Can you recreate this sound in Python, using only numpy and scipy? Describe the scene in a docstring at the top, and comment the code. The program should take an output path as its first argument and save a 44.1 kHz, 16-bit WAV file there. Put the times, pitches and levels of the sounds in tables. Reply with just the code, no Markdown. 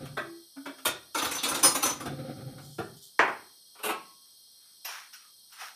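"""Over a steady background hiss of filtered noise, a wooden drawer rolls open in a small tiled kitchen: filtered
grains make its rollers, bursts of tiny impacts its knocks, and soft sine tones swell. A hand rummages in ringing
cutlery. The drawer rolls shut while a plastic bag crinkles as filtered noise. Something is set down hard on the
worktop and shoved along it, again bursts of impacts. At last a small object slides, as a dry rustle of grains, and
clicks lightly, with a faint squeak from a shaky sine. Every contact rings on and echoes across the room."""
import sys
import numpy as np
from scipy import signal
from scipy.fft import rfft, irfft, next_fast_len
from scipy.io import wavfile
from scipy.ndimage import uniform_filter1d

SR = 44100
rng = np.random.default_rng(int(sys.argv[2]) if len(sys.argv) > 2 else 0)


def dump(signal):
    """Clip the signal to [-1, 1] and save it as 16-bit WAV at the path in sys.argv[1]."""
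    limited = np.clip(np.atleast_2d(signal).T, -1, 1)
    pcm = np.round(limited * 32767).astype(np.int16)
    wavfile.write(sys.argv[1], SR, pcm)


N = 253619
RING = SR * 3 // 4  # samples in the room's tail and in each ring
# In the tables, "level before trim" is a level that the playing function still shifts by a fixed number of dB.


def amp(db):
    """Turn decibels into a gain."""
    return 10 ** (np.asarray(db) / 20)


def unit(x):
    """Scale x to an rms of 1."""
    return x / np.sqrt(np.mean(x ** 2) + 1e-20)


def crest(x):
    """Scale x so that its loudest 350 samples have an rms of 1."""
    return x / np.sqrt(uniform_filter1d(x ** 2, size=350).max() + 1e-20)


def along(points, hz):
    """Read a curve of (Hz, value) points on a logarithmic frequency axis."""
    point_hz, values = np.transpose(points)
    return np.interp(np.log(hz + 1), np.log(point_hz + 1), values)


def curves(rows):
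    """Return a soft gate, open over the rows' time span, then one value per sample for each column."""
    s, *columns = np.transpose(rows)
    t = np.arange(N) / SR
    is_open = (t >= s[0]) & (t <= s[-1])
    gate = uniform_filter1d(is_open * 1., size=900)
    return [gate] + [np.interp(t, s, column) for column in columns]


def filtered(x, response):
    """Shape the spectrum of x by a response that depends on frequency."""
    size = next_fast_len(len(x) + 8192)
    spectrum = rfft(x, size) * response(np.fft.rfftfreq(size, 1 / SR))
    return irfft(spectrum, size)[:len(x)]


def grainy(response, spread_db):
    """Send tiny slips of uneven size through a response, at an rms of 1."""
    sizes = amp(spread_db * rng.standard_normal(N))
    return unit(filtered(rng.standard_normal(N) * sizes, response))


def resonances(peaks):
    """Make the response of a few (Hz, width, dB) resonances whose signs alternate."""
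    def response(f):
        total = 0
        for k, (hz, width, db) in enumerate(peaks):
            total = total + (-1) ** k * amp(db) * 1j * f * width / (hz * hz - f * f + 1j * f * width)
        return total
    return response


def impulse_response(spectrum, size=2048):
    """Find the causal sound of a tap on a body with this spectrum."""
    gains = amp(along(spectrum, np.fft.rfftfreq(size, 1 / SR)))
    # folding the cepstrum forward puts the energy as early as possible
    cepstrum = irfft(np.log(gains + 1e-4))
    cepstrum[1:size // 2] *= 2
    cepstrum[size // 2 + 1:] = 0
    return irfft(np.exp(rfft(cepstrum)))


def add(track, s, sound):
    """Mix a sound into the track at time s."""
    start = max(round(s * SR), 0)
    part = track[start:start + len(sound)]
    part += sound[:len(part)]


def swell(peak_s, rise_s, fall_s):
    """Make a smooth stroke: gain 1 at its peak, a tenth rise_s before it and fall_s after it."""
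    t = np.arange(N) / SR - peak_s
    return .1 ** ((t / np.where(t < 0, rise_s, fall_s)) ** 2)


def strokes(rows):
    """Add up strokes given as (peak s, dB, rise s, fall s)."""
    return sum(amp(db) * swell(s, rise_s, fall_s) for s, db, rise_s, fall_s in rows)


def tone(hz, jitter):
    """Make a sine at rms 1 whose pitch shakes by this rms fraction, which roughens it."""
    hz = hz * (1 + jitter * grainy(lambda f: f < 120, spread_db=1.5))
    return np.sqrt(2) * np.sin(2 * np.pi * np.cumsum(hz) / SR)


# How long the kitchen echoes. Each row: frequency in Hz, time in seconds to fade by 60 dB.
ECHO_TIMES = [(100, 0.73), (300, 0.38), (1000, 0.37), (4000, 0.37), (13000, 0.12)]


def kitchen(early_db, direct_db=-10, early_s=0.056):
    """Make one path across the room: direct sound, answers from nearby surfaces, a diffuse tail."""
    hz, t, z = signal.stft(rng.standard_normal(RING), SR, nperseg=256)
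    decay = amp(-60 * t / along(ECHO_TIMES, hz)[:, None])
    tail = signal.istft(z * decay, SR, nperseg=256)[1][:RING]
    near = np.exp(-np.arange(RING) / SR / early_s)
    # the first reflections are uneven and shifted by early_db
    tail *= amp(near * (early_db + 3.5 * rng.standard_normal(RING)))
    tail /= np.linalg.norm(tail)
    tail[0] += amp(direct_db)
    return tail


def ringing(modes, force, size_factor, damping, uneven_db, waver):
    """Modes build up while the force lasts, at a new strength each time; reflections make them waver."""
    t = np.arange(len(force)) / SR
    hz, mode_db, t60 = np.transpose(modes)[:, :, None]
    knots = np.arange(48) / 64  # moments in s at which the gains are drawn
    shape = (len(modes), len(knots))
    drift = rng.standard_normal(shape) + 1j * rng.standard_normal(shape)
    strength_db = mode_db + uneven_db * rng.standard_normal(hz.shape)
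    fade = amp(strength_db - 60 * damping * knots / np.minimum(t60, .5))
    gains = (1 + waver * drift) * fade * np.exp(2j * np.pi * rng.random(hz.shape))
    phases = (2 * np.pi * hz * size_factor * t).astype(np.float32)
    ring = 0
    for gain, phase in zip(gains, phases):
        ring = ring + np.interp(t, knots, gain.real) * np.cos(phase)
        ring = ring + np.interp(t, knots, gain.imag) * np.sin(phase)
    return crest(ring * np.cumsum(force) / force.sum())


# Five pitch ranges, from thud to treble. Each row: lower edge in Hz, upper edge in Hz.
PITCH_RANGES = [(35, 350), (350, 900), (900, 2400), (2400, 5500), (5500, 16000)]


def strikes(events, body, modes, contact_s, ring_db, knock_db, presence_db, trim_db, damping, chatter_db,
            lead_s, partner_db, waver, uneven_db, early_db, ring_growth=0):
    """Each contact is a burst of tiny impacts: it shakes the body, rings both partners and fills the room."""
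    track, t = np.zeros(N), np.arange(RING) / SR
    colour = impulse_response(body)
    filters = [signal.butter(4, edges, "bandpass", fs=SR, output="sos") for edges in PITCH_RANGES]
    # the force of a contact peaks after twice contact_s
    contact_s = max(contact_s, .0002)
    u = t / contact_s
    force = u ** 2 * np.exp(-np.minimum(u, 60))
    hardest_db = max(peak_db + bright_db for s, peak_db, thud_db, bright_db in events)
    for s, peak_db, thud_db, bright_db in events:
        impacts = force * rng.standard_normal(RING) * amp(chatter_db * rng.standard_normal(RING))
        # a short, hard contact is mostly one single impact
        impacts[1] += np.linalg.norm(impacts) * (.001 / contact_s) ** 1.5
        shake = signal.fftconvolve(impacts, colour)[:RING]
        shake = signal.fftconvolve(shake, kitchen(early_db))[:RING]
        own = ringing(modes, force, 1, damping, uneven_db, waver)
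        # the other partner is a like piece of another size
        other = ringing(modes, force, rng.uniform(.72, 1.2), damping, uneven_db, waver)
        # where ring_growth is set, hard blows throw the pieces free, so that they ring more
        blow_ring_db = ring_db + ring_growth * (peak_db + bright_db - hardest_db)
        sound = crest(shake) + amp(blow_ring_db) * (own + amp(partner_db) * other)
        # thud sets the bass and brightness the treble; each pulls its neighbour by half
        band_db = [thud_db, thud_db / 2 + knock_db, 0, bright_db / 2 + presence_db, bright_db]
        blow = sum(amp(db) * crest(signal.sosfilt(sos, sound)) for sos, db in zip(filters, band_db))
        add(track, s - lead_s, amp(peak_db + trim_db) * blow)
    return track


# The broad colour of the background hiss. Each row: frequency in Hz, relative level in dB.
HISS_COLOUR = [(30, -21.5), (200, -11.5), (700, -16.5), (1200, -17.5), (2600, -25), (3300, -5.5),
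               (4300, -1.5), (5700, -1), (7300, -38), (8200, 0), (10300, -3.5), (11400, -16.5), (12200, 3),
               (13300, -24.5), (15000, -15)]
# Narrow bands that stand out in the background hiss.
# Each row: centre in Hz, half-width in Hz (gain down to 1/e), relative level in dB.
HISS_BANDS = [(3230, 63, 3.5), (4274, 210, 4.5), (5064, 56, 5), (5700, 90, 1.5), (6440, 100, -4),
              (8060, 140, -1.5), (8800, 34, -10.5), (13300, 60, -11), (14800, 130, -12.5)]


def hiss(broad_db=-58, bands_db=-61):
    """A steady background hiss, random at every pitch, with a few narrow bands standing out."""
    def bumps(f):
        return sum(amp(db) * np.exp(-((f - hz) / width) ** 2) for hz, width, db in HISS_BANDS)
    broad = unit(filtered(rng.standard_normal(N), lambda f: amp(along(HISS_COLOUR, f))))
    bands = unit(filtered(rng.standard_normal(N), bumps))
    return amp(broad_db) * broad + amp(bands_db) * bands


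# Runs of the drawer. Each row: time of top speed in seconds, rumble level before trim in dB,
# level before trim of rattle and rasp in dB, rise and fall of the speed to a tenth in seconds.
DRAWER_RUNS = [(0.01, -40.5, -46.5, 0.062, 0.28), (2.08, -45, -43, 0.17, 0.18), (2.22, -45, -45, 0.14, .45),
               (2.5, -46, -52.5, 0.27, 0.41), (2.92, -49, -62, 0.053, 0.091)]
# Friction in the runners. Each row: frequency in Hz, relative level in dB.
RUNNER_COLOUR = [(120, -37), (200, -22), (241, 5), (469, -11.5), (512, -16), (634, -21), (755, -3.5),
                 (1030, -31.5), (1280, -9.5), (1710, -20.5), (2360, -21.5), (2580, -27.5), (4000, -20.5),
                 (5200, -51.5), (8800, -120)]
# Resonance of the cabinet. Each row: frequency in Hz, width in Hz, gain in dB.
CABINET = [(138.7, 15, 0)]
# Resonances of the drawer's panels. Each row: frequency in Hz, width in Hz, relative gain in dB.
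DRAWER_PANELS = [(525.2, 16, 14), (774, 19, 2)]


def rollers():
    """The rollers bump along their runners, drum on cabinet and panels, and rasp; all grow with speed."""
    def runner(f):
        return amp(along(RUNNER_COLOUR, f))
    rumble = grainy(lambda f: resonances(CABINET)(f) / (1 + (f / 300) ** 4), spread_db=1.5)
    panels = grainy(lambda f: resonances(DRAWER_PANELS)(f) / (1 + (f / 1100) ** 4), spread_db=11.5)
    low_friction = grainy(lambda f: runner(f) / (1 + (f / 900) ** 8), spread_db=6)
    rattle = unit(amp(-4) * panels + low_friction)
    rasp = grainy(lambda f: runner(f) * (f > 950), spread_db=2.0)
    # bumps make the speed lurch, by 1.5 dB rms
    lurch = amp(1.5 * grainy(lambda f: f < 18, spread_db=3.5))
    out = np.zeros(N)
    for s, rumble_db, rattle_db, rise_s, fall_s in DRAWER_RUNS:
        speed = swell(s, rise_s, fall_s) * lurch
        out += amp(rumble_db - 2) * speed * rumble
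        out += amp(rattle_db - 1) * speed ** 1.7 * rattle
        out += amp(rattle_db - 13) * speed ** 2 * rasp
    return out


# Knocks of the drawer. Each row: time in seconds, level of the mids before trim in dB,
# thud (bass against mids) in dB, brightness (treble against mids) in dB.
DRAWER_CONTACTS = [(0.056, -48, -14, -3), (0.172, -29, -12, -19.5), (0.565, -50.5, -8.5, -31),
                   (0.659, -37, -11, -14.5), (0.784, -50, -23, -6), (0.854, -26, -12.5, 2.5),
                   (0.871, -38, -2.5, 9.5), (2.058, -39, -1, -5), (2.582, -50.5, -9, -13.5),
                   (2.786, -37, 6.5, -14.5)]
# How the drawer's wood colours a knock. Each row: frequency in Hz, relative level in dB.
DRAWER_COLOUR = [(41, -49.5), (70, -15), (361, -7), (632, -2), (791, -6), (926, -8.5), (1390, 5.5),
                 (1940, -6.5), (2720, -11.5), (3480, -4.5), (4880, -20), (5340, -14), (7480, -19),
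                 (9360, -11), (15000, -18.5)]
# What the drawer rings with. Each row: frequency in Hz, relative level in dB,
# time to fade by 60 dB in seconds (at most 0.5 is used, then divided by the damping).
DRAWER_RINGS = [(348, -6, 1), (728, -14, 0.56), (1417, 10, 0.15), (1670, -7, 0.71), (2176, 0.5, 0.099),
                (2304, 2, 0.23), (2360, -6, 0.1), (3260, -6, 0.22), (3630, -21, 0.58), (4550, -4, 0.098)]


def drawer_knocks():
    """Wood meets wood in soft contacts: a chattering shake and only a little ringing."""
    return strikes(DRAWER_CONTACTS, DRAWER_COLOUR, DRAWER_RINGS, contact_s=0.0026, ring_db=-15, knock_db=3.5,
                   presence_db=-0.5, trim_db=-3.0, damping=1.1, chatter_db=5.0, lead_s=.003, partner_db=-1,
                   waver=0.59, uneven_db=4.5, early_db=6.0)


# Soft low tones while the drawer is moved. Each row: time of the peak in seconds, level before trim in dB,
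# mean pitch in Hz, rise and fall to a tenth in seconds.
LOW_TONES = [(0.321, -48, 337, .14, 0.13), (0.583, -43.5, 275, 0.019, 0.065), (0.695, -44, 280, .06, 0.032),
             (0.81, -61, 266, 0.07, 0.12)]


def low_tones(trim_db=3):
    """Smooth, almost pure low tones swell and fade as the drawer is moved."""
    return sum(amp(db + trim_db) * swell(s, rise_s, fall_s) * tone(hz, jitter=0.0066)
               for s, db, hz, rise_s, fall_s in LOW_TONES)


# How hard the hand stirs the tray. Each row: time in seconds,
# level of the small contacts in dB before scatter and trim.
STIRRING = [(1.171, -30.5), (1.23, -33.5), (1.29, -45), (1.35, -34), (1.42, -56), (1.5, -33.5), (1.62, -38),
            (1.77, -39.5), (1.811, -51.5), (1.87, -28), (1.9, -38.5)]


def jostle(count, thud_db=-4, bright_db=-1, scatter_db=1.5, scatter_s=.005):
    """Small contacts come at uneven moments while the hand stirs the cutlery."""
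    s, db = np.transpose(STIRRING)
    chance = rng.standard_normal((count, 4))
    times = np.linspace(s[0], s[-1], count) + scatter_s * chance[:, 0]
    shifts_db = scatter_db * chance[:, 1:]
    return [(t, np.interp(t, s, db) + level, thud_db + thud, bright_db + bright)
            for t, (level, thud, bright) in zip(times, shifts_db)]


# Clashes of the cutlery. Each row: time in seconds, level of the mids before trim in dB,
# thud in dB, brightness in dB (bass and treble against the mids).
CLASHES = [(1.15, -24, -12, -7), (1.184, -35, -2, 3), (1.221, -29.5, -4.5, -8), (1.25, -29, -11, -3),
           (1.313, -32.5, -5.5, 3), (1.351, -37.5, -7.5, 7.5), (1.434, -36.5, 1, 10),
           (1.455, -31, -4, -3.5), (1.486, -34, -6, 9.5), (1.518, -28, -8.5, -18),
           (1.547, -35.5, -2.5, 6.5), (1.633, -23.5, -6, 11.5), (1.648, -21.5, -5, 2.5),
           (1.751, -26.5, -8, 1), (1.829, -22.5, -9, 2.5), (1.855, -27.5, -9, 3.5), (2.005, -36, -4, -4)]
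# How the cutlery tray colours a contact. Each row: frequency in Hz, relative level in dB.
TRAY_COLOUR = [(41, -40), (70, -24.5), (206, -14.5), (288, -1), (386, -13.5), (505, -1.5), (632, -7.5),
               (1300, 1), (1940, -10.5), (3640, -4.5), (4670, -11), (5970, -10), (7650, -13.5),
               (10200, -5.5), (15000, -21)]
# What the steel rings with. Each row: frequency in Hz, relative level in dB,
# time to fade by 60 dB in seconds (at most 0.5 is used, then divided by the damping).
STEEL_RINGS = [(3564, -12.7, 0.43), (4032, -13.6, 0.42), (4247, -12.9, 0.41), (5884, -13.3, 0.37),
               (6078, 0.0, 0.37), (6885, -8.3, 0.36), (7063, -10.9, 0.35), (8452, -5.2, 0.34),
               (9200, -7.8, 0.33), (9318, -11.5, 0.33), (9458, -13.6, 0.32), (10153, -11.2, 0.32),
               (10390, -6.9, 0.32), (10557, -10.8, 0.31), (11181, -14.1, 0.31), (11300, -11.5, 0.31),
               (12209, -16.2, 0.3), (12355, -15.6, 0.3), (12538, -10.6, 0.3), (13674, -13.7, 0.29),
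               (14163, -12.3, 0.29), (14395, -10.4, 0.29), (14702, -11.1, 0.28), (14831, -17.1, 0.28)]


def cutlery():
    """Steel pieces clash and jostle in the tray; both partners ring, more so after hard blows."""
    return strikes([*CLASHES, *jostle(count=20)], TRAY_COLOUR, STEEL_RINGS, contact_s=.0021, ring_db=2.5,
                   knock_db=-1.0, presence_db=-5, trim_db=-5.5, damping=1.38, chatter_db=7, lead_s=0.0041,
                   partner_db=-4.5, waver=0.895, uneven_db=6.5, early_db=5.0, ring_growth=0.53)


# Clinks of a small piece of cutlery. Each row: time in seconds, level of the mids before trim in dB,
# thud in dB, brightness in dB (bass and treble against the mids).
SMALL_CLINKS = [(1.186, -37, -13, -5), (1.247, -42.5, -18.5, 0), (1.383, -42.5, -17, -2),
                (1.436, -34, -17, -4.5), (1.547, -41, -12, -3.5)]
# What the small piece rings with. Each row: frequency in Hz, relative level in dB,
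# time to fade by 60 dB in seconds (at most 0.5 is used, then divided by the damping).
CLINK_RINGS = [(3390, -11.5, 1.3), (3630, -2, 0.25), (3930, -9.5, 0.49), (4334, -10, 0.38),
               (4463, -24.5, 5.0)]


def clinks():
    """A small piece of cutlery clinks in the tray, strong in its upper mids and quickly damped."""
    return strikes(SMALL_CLINKS, TRAY_COLOUR, CLINK_RINGS, contact_s=0.0017, ring_db=-3, knock_db=-3,
                   presence_db=14.5, trim_db=-6.5, damping=2.0, chatter_db=6, lead_s=.004, partner_db=-9,
                   waver=0.78, uneven_db=1.0, early_db=-3)


# Brushes against a plastic bag. Each row: time of the peak in seconds, level before trim in dB,
# rise and fall to a tenth in seconds.
BAG_BRUSHES = [(2.66, -53.5, .08, 0.29), (2.98, -53.5, .02, .03), (3.03, -49, .02, .11)]


def bag(trim_db=-3):
    """Thin plastic crinkles softly: uneven grains above 3 kHz."""
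    crinkle = grainy(lambda f: (f > 3000) / (1 + f / 6000), spread_db=8)
    return amp(trim_db) * crinkle * strokes(BAG_BRUSHES)


# Something set down on the worktop. Each row: time in seconds, level of the mids before trim in dB,
# thud in dB, brightness in dB (bass and treble against the mids).
SET_DOWN = [(3.192, -14.5, -20, -24), (3.279, -31, -11.5, -26)]
# How the worktop colours a blow. Each row: frequency in Hz, relative level in dB.
WORKTOP_COLOUR = [(20, -48), (50, -34), (120, -22), (220, -16), (360, -7), (550, -10), (750, -7), (1100, 0),
                  (1400, 0), (2000, -4), (2500, -12), (3000, -18), (4000, -26), (7000, -35), (15000, -55)]
# What the worktop rings with. Each row: frequency in Hz, relative level in dB,
# time to fade by 60 dB in seconds (at most 0.5 is used, then divided by the damping).
WORKTOP_RINGS = [(360, -13.5, 0.31), (447, -12, 0.25), (678, -8.5, 0.57), (813, -9.5, 0.55),
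                 (1060, -11.5, 0.41), (1227, -11.5, 0.35), (1324, -5, 0.34), (1440, -5, 0.2),
                 (1577, -11, 0.29), (1740, 0, 0.17), (1810, -8, 0.24), (1900, -7, 0.61), (2180, 1, 0.1),
                 (2350, -11.5, 0.43)]


def worktop():
    """A very short, hard contact gives almost one single impact, and the worktop rings."""
    return strikes(SET_DOWN, WORKTOP_COLOUR, WORKTOP_RINGS, contact_s=0.00037, ring_db=-8, knock_db=3,
                   presence_db=-1, trim_db=-2, damping=1.4, chatter_db=9.0, lead_s=.0001, partner_db=-10,
                   waver=.26, uneven_db=0.0, early_db=3)


# Shoves along the worktop. Each row: time in seconds, level of the mids before trim in dB,
# thud in dB, brightness in dB (bass and treble against the mids).
SHOVE_CONTACTS = [(3.754, -53.5, -13.5, -13.5), (3.789, -46, -10, -12), (3.836, -31, -10, -1.5),
                  (3.854, -35.5, -0.5, 3.5), (3.891, -27, -6, -9.5)]
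# How a shove is coloured. Each row: frequency in Hz, relative level in dB.
SHOVE_COLOUR = [(41, -63), (70, -34), (432, -9.5), (528, -5.5), (647, -2.5), (1390, -7), (2170, -20.5),
                (2380, -19.5), (5340, -37.5), (9360, -10), (10500, -16.5), (12000, -7.5), (15000, -21)]
# What a shove rings with. Each row: frequency in Hz, relative level in dB,
# time to fade by 60 dB in seconds (at most 0.5 is used, then divided by the damping).
SHOVE_RINGS = [(423.4, -9, 0.19), (540, -8, 0.25), (710, -8.5, 0.26), (1090, -17.5, 0.93), (1176, 0, 0.092),
               (1305, -6.5, 0.27), (1470, -0.5, 0.086)]


def shoves():
    """Shoves along the worktop are longer contacts, so their many impacts blur together."""
    return strikes(SHOVE_CONTACTS, SHOVE_COLOUR, SHOVE_RINGS, contact_s=0.0041, ring_db=-5, knock_db=0.5,
                   presence_db=0.0, trim_db=-4.5, damping=0.91, chatter_db=6.5, lead_s=.006, partner_db=-9,
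                   waver=0.36, uneven_db=3, early_db=3)


# Something slides in the hands. Each row: time of the peak in seconds, level before trim in dB,
# rise and fall to a tenth in seconds.
SLIDES = [(4.27, -74, 0.046, 0.061), (4.67, -70.5, .15, 0.15), (4.92, -41, 0.05, 0.18),
          (5.25, -63, 0.096, .07), (5.55, -56, 0.055, .08), (5.625, -40.5, 0.054, 0.12)]
# How the small object colours its slides and clicks. Each row: frequency in Hz, relative level in dB.
CLICK_COLOUR = [(120, -66.5), (200, -42.5), (326, -35.5), (451, -23.5), (560, -18.5), (833, -5),
                (1410, 4.5), (4720, -9.5), (5550, -1), (7420, -19), (9900, -11.5), (11400, -16.5),
                (15000, -16.5)]


def rubbing(trim_db=-2):
    """The small object that clicks also slides with a dry rustle of uneven grains."""
    rustle = grainy(lambda f: amp(along(CLICK_COLOUR, f)), spread_db=5.5)
    return amp(trim_db) * rustle * strokes(SLIDES)


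# Light clicks. Each row: time in seconds, level of the mids before trim in dB,
# thud in dB, brightness in dB (bass and treble against the mids).
LIGHT_CLICKS = [(4.851, -40, -27, 10), (4.887, -41, -21.5, 0.5), (5.133, -49, -64.5, 6.5),
                (5.524, -51, -53, 2.5), (5.6, -46.5, -27, 1), (5.616, -41.5, -16, -20)]
# What the clicks ring with. Each row: frequency in Hz, relative level in dB,
# time to fade by 60 dB in seconds (at most 0.5 is used, then divided by the damping).
CLICK_RINGS = [(1265, -11, 5.0), (2616, -21, 5.0), (5593, -9, 1.6), (6056, -18, 2.9), (8183, -21, 0.84),
               (9647, 0, 0.22), (13500, -3, 0.15), (14590, -33, 5.0)]


def clicks():
    """A small object clicks in light contacts whose ringing wavers strongly."""
    return strikes(LIGHT_CLICKS, CLICK_COLOUR, CLICK_RINGS, contact_s=0.002, ring_db=-6, knock_db=11.5,
                   presence_db=1.0, trim_db=-7.5, damping=1.2, chatter_db=6.5, lead_s=.004, partner_db=-4.5,
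                   waver=1.3, uneven_db=4.5, early_db=0.0)


# A faint rough squeak. Each row: time in seconds, mean pitch in Hz, level before trim in dB.
SQUEAK_PATH = [(5.12, 1450, -74), (5.15, 1400, -52), (5.2, 1340, -70), (5.25, 1270, -62), (5.33, 1190, -75)]


def squeak(trim_db=-2):
    """A faint squeak falls in pitch, made rough by strong jitter."""
    gate, hz, db = curves(SQUEAK_PATH)
    return gate * amp(db + trim_db) * tone(hz, jitter=0.053)


def scene():
    """Add up all the sounds, in the order in which they are first heard."""
    drawer = rollers() + drawer_knocks() + low_tones()
    rummage = cutlery() + clinks() + bag()
    on_worktop = worktop() + shoves()
    small_object = rubbing() + clicks() + squeak()
    return (hiss() + drawer + rummage + on_worktop + small_object)[None]


TOP_HZ = 15080  # upper limit of the sound


def record(dry):
    """Everything above the upper frequency limit is removed."""
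    return filtered(dry[0], lambda f: f < TOP_HZ)[None]


dry = scene()
out = record(dry)
dump(out)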